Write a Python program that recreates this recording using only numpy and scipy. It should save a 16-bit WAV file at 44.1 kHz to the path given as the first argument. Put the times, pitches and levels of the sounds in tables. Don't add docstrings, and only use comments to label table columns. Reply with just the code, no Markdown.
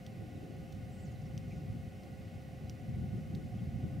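import sys
import numpy as np
from scipy import signal
from scipy.fft import rfft, irfft, next_fast_len
from scipy.io import wavfile
from scipy.ndimage import uniform_filter1d, map_coordinates

SR = 44100
rng = np.random.default_rng(int(sys.argv[2]) if len(sys.argv) > 2 else 0)


def wav_out(sig):
    wavfile.write(sys.argv[1], SR, np.round(np.clip(np.atleast_2d(sig).T, -1, 1) * 32767).astype(np.int16))


N = 4 * SR


def amp(db):
    return 10 ** (np.asarray(db) / 20)


def along(points, hz):
    frequencies, values = np.transpose(points)
    return np.interp(np.log(hz + 1), np.log(frequencies + 1), values)


def shape(points):
    return lambda hz: amp(along(points, hz))


def curves(rows):
    times, *columns = np.transpose(rows)
    return [np.interp(np.arange(N) / SR, times, column) for column in columns]


def wobble(rate):
    knots = rng.standard_normal(int(N * rate / SR) + 4)
    return map_coordinates(knots, [np.arange(N) * rate / SR])


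def filtered(x, response):
    size = next_fast_len(N + SR // 2)
    return irfft(rfft(x, size) * response(np.fft.rfftfreq(size, 1 / SR)), size)[..., :N]


def pan(db):
    return amp([[db], [-db]])


def noise(colour):
    x = filtered(rng.standard_normal(N), colour)
    return x / np.sqrt(np.mean(x ** 2) + 1e-20)


def stereo_noise(colour, correlation):
    side_gain = lambda hz: np.tan(np.arccos(np.clip(along(correlation, hz), 0, 1)) / 2)
    mid = filtered(rng.standard_normal(N), colour)
    side = filtered(rng.standard_normal(N), lambda hz: colour(hz) * side_gain(hz))
    return np.array([mid + side, mid - side]) / mid.std()


# time_s, rumble_db, rush_db
GUSTS = [(0.0, -48.5, -61), (0.08, -47.5, -63), (0.23, -47.5, -49.5), (0.28, -47.5, -58),
         (0.44, -45.5, -49), (0.62, -46, -58), (1.43, -42.5, -59), (1.66, -46.5, -56.5), (1.69, -38.5, -59),
         (2.08, -49.5, -58.5), (2.1, -47, -61), (2.56, -47.5, -60.5), (2.66, -43.5, -55.5),
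         (2.86, -47, -59), (2.9, -38, -61), (3.03, -37.5, -55), (3.48, -41, -56), (3.8, -38.5, -57),
         (3.84, -33.5, -51), (3.89, -43.5, -56.5), (3.98, -38.5, -56), (4.0, -38, -69)]
# frequency_hz, level_db
RUMBLE_SPECTRUM = [(20, -49), (32, -25), (50, -10.5), (70, -4), (110, 1), (150, -1), (230, -7),
                   (300, -21.5), (500, -41), (900, -84)]
RUSH_SPECTRUM = [(100, -18), (200, -7.5), (260, -0.5), (340, -3.5), (420, -8.5), (500, -25), (900, -46),
                 (2000, -67)]
# frequency_hz, left_minus_right_db
PORT_BALANCE = [(60, 0), (150, .2), (280, 1.46)]
# frequency_hz, correlation
RUMBLE_CORRELATION = [(50, .87), (100, .83), (220, .66)]
RUSH_CORRELATION = [(300, .48)]


def wind(flutter_per_s=30, trim_db=-.5):
    rumble_db, rush_db = curves(GUSTS)
    shared_db = 1.19 * wobble(flutter_per_s)
    port_db = 1.4 * np.array([wobble(flutter_per_s), wobble(flutter_per_s)])
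    rumble = amp(rumble_db) * stereo_noise(shape(RUMBLE_SPECTRUM), RUMBLE_CORRELATION)
    rush = amp(rush_db) * stereo_noise(shape(RUSH_SPECTRUM), RUSH_CORRELATION)
    pressure = (rumble + rush) * amp(trim_db + shared_db + port_db)
    return filtered(pressure, lambda hz: amp(np.outer([.5, -.5], along(PORT_BALANCE, hz))))


# pitch_hz, level_db, interchannel_phase_rad
MOTOR_TONES = [(411, -70, 0.38), (524.4, -62.5, 0.5), (738, -78, 0.4), (801, -83, .5)]


def motor_hum(drift_hz=.84, waver_db=.42):
    hum = 0
    for hz, db, spread in MOTOR_TONES:
        phase = 2 * np.pi * np.cumsum(hz + drift_hz * wobble(rate=6)) / SR
        peak = np.sqrt(2) * amp(db + waver_db * wobble(rate=5.08))
        hum = hum + peak * np.sin([phase + spread / 2, phase - spread / 2])
    return hum * pan(db=-1)


# frequency_hz, level_db
WHIR_SPECTRUM = [(300, -26), (480, -7.5), (535, -3.5), (605, -4), (640, -11), (690, -0.5), (738, 1.5),
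                 (815, -8), (885, -22), (1100, -68)]
# centre_hz, width_hz, relative_db
CASE_MODES = [(1097, 95, -7.5), (1233, 32, -5.5), (1462.4, 34, 0.5), (1860, 110, -8.5), (1956, 41, 2.5),
              (2105, 39, -2.5), (2153, 62, -0.5), (2468, 71, -4.5), (2625, 54, -5), (2730, 36, -2.5),
              (2870, 11, -2), (3008, 62, -4.5)]
# frequency_hz, correlation
WHIR_CORRELATION = [(600, 0.75)]
CASE_CORRELATION = [(1000, 0.53), (1500, .3), (2000, 0.7), (3000, 0.96)]


def motor_whir():
    def case_response(f):
        powers = (amp(db) ** 2 / (1 + 2 * ((f - hz) / width) ** 2) ** 2 for hz, width, db in CASE_MODES)
        return np.sqrt(sum(powers))

    whir = amp(-62) * stereo_noise(shape(WHIR_SPECTRUM), WHIR_CORRELATION)
    case = amp(-68.5) * stereo_noise(case_response, CASE_CORRELATION)
    return whir * pan(db=-1.1) + case * pan(db=-1)


# frequency_hz, level_db
HISS_SPECTRUM = [(200, 3), (1000, 0), (2000, 5.5), (3300, 2), (4500, 0.5), (5800, -1), (6800, -4),
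                 (9500, -7), (15500, -9.5)]
# frequency_hz, correlation
HISS_CORRELATION = [(1000, 0.18), (3000, 0.64), (5500, 0.96), (8000, 0.66), (14000, 0.4)]


def hiss():
    return amp(-67.5) * stereo_noise(shape(HISS_SPECTRUM), HISS_CORRELATION)


# start_s, low_pitch_hz, low_ring_db, high_ring_db, spray_db
IMPACTS = [(.0650, 3400, -37, -43.5, -57.5), (0.7237, 3500, -51, -49, -57.5),
           (1.3776, 3000, -36.5, -36.5, -57), (2.0337, 3000, -60, -55, -62),
           (2.6967, 2950, -37.5, -34, -56), (3.3503, 3870, -37.5, -49, -57)]
# pitch_hz, relative_db, t60_s
SURFACE_MODES = [(5400, -1, 0.0027), (5730, -12, 0.011), (7400, -16, 0.0062), (11300, -24, 0.0045)]
# frequency_hz, level_db
SPRAY_SPECTRUM = [(1000, -25), (2300, -6), (4000, 7), (5900, 2), (7500, 0), (9500, -8), (12000, -5),
                  (15000, -4)]


def drips(low_t60_s=.0031, contact_s=.00022, spray_attack_s=.0006, spray_t60_s=.036):
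    out = np.zeros(N + SR)
    t = np.arange(SR // 10) / SR
    ring = lambda hz, db, t60: amp(db - 60 * t / t60) * np.sin(2 * np.pi * hz * t)
    contact = 1 - np.exp(-(t / contact_s) ** 2)
    spray_envelope = amp(-60 * t / spray_t60_s) * (1 - np.exp(-t / spray_attack_s))
    for start_s, low_hz, low_db, high_db, spray_db in IMPACTS:
        low = ring(low_hz, low_db, low_t60_s)
        high = sum(ring(hz, high_db + db, t60) for hz, db, t60 in SURFACE_MODES)
        spray = amp(spray_db) * noise(shape(SPRAY_SPECTRUM))[:len(t)]
        out[round(start_s * SR):][:len(t)] += (low - high) * contact + spray * spray_envelope
    return out[:N] * pan(db=-.8)


# centre_s, pitch_hz, length_s, level_db, relative_bandwidth
CHIP_CALLS = [(0.365, 3800, .02, -73, 0.055), (1.125, 6600, .025, -75, .05), (1.157, 4000, 0.016, -70, .04),
              (1.22, 5600, .008, -67, 0.25), (1.263, 5500, .02, -72, .12),
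              (1.517, 2330, 0.041, -62.5, 0.11), (1.545, 5800, 0.14, -74.5, 0.22),
              (2.673, 4010, .015, -70, .04), (2.952, 2230, .06, -71, .07), (3.593, 3200, 0.022, -68.5, .07)]


def bird_chips():
    t = np.arange(N) / SR
    chips = np.zeros(N)
    for centre_s, hz, length_s, db, bandwidth in CHIP_CALLS:
        envelope = amp(db) * np.exp(-(2 * (t - centre_s) / length_s) ** 2)
        chips += envelope * noise(lambda f: np.exp(-((f / hz - 1) / bandwidth) ** 2 / 2))
    return chips


# time_s, pitch_hz, level_db
WHISTLE_CONTOUR = [(.905, 7900, -87), (.925, 7400, -75.5), (.955, 8750, -76), (.992, 6950, -76.5),
                   (1.028, 8450, -74.5), (1.055, 6600, -69.5), (1.08, 4200, -74), (1.095, 3900, -88)]


def bird_whistle(jitter=.03):
    t = np.arange(N) / SR
    contour_hz, db = curves(WHISTLE_CONTOUR)
    pitch_hz = uniform_filter1d(contour_hz, size=600) * (1 + jitter * wobble(rate=900))
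    phase = 2 * np.pi * np.cumsum(pitch_hz) / SR
    sounding = (t > WHISTLE_CONTOUR[0][0]) & (t < WHISTLE_CONTOUR[-1][0])
    return amp(db) * np.sqrt(2) * np.sin(phase) * sounding


def tree_echo(x, t60_s=.35, level_db=-4):
    t = np.arange(SR // 2) / SR
    tail = rng.standard_normal((2, len(t))) * amp(-60 * t / t60_s)
    tail /= np.linalg.norm(tail[0])
    return amp(level_db) * signal.fftconvolve(x[None], tail, axes=1)[:, :N]


def scene():
    background = wind() + motor_hum() + motor_whir() + hiss()
    whistle = bird_whistle()
    return background + drips() + bird_chips() + whistle + tree_echo(whistle)


def record(dry):
    return filtered(dry, lambda hz: hz < 15750)


dry = scene()
out = record(dry)
wav_out(out)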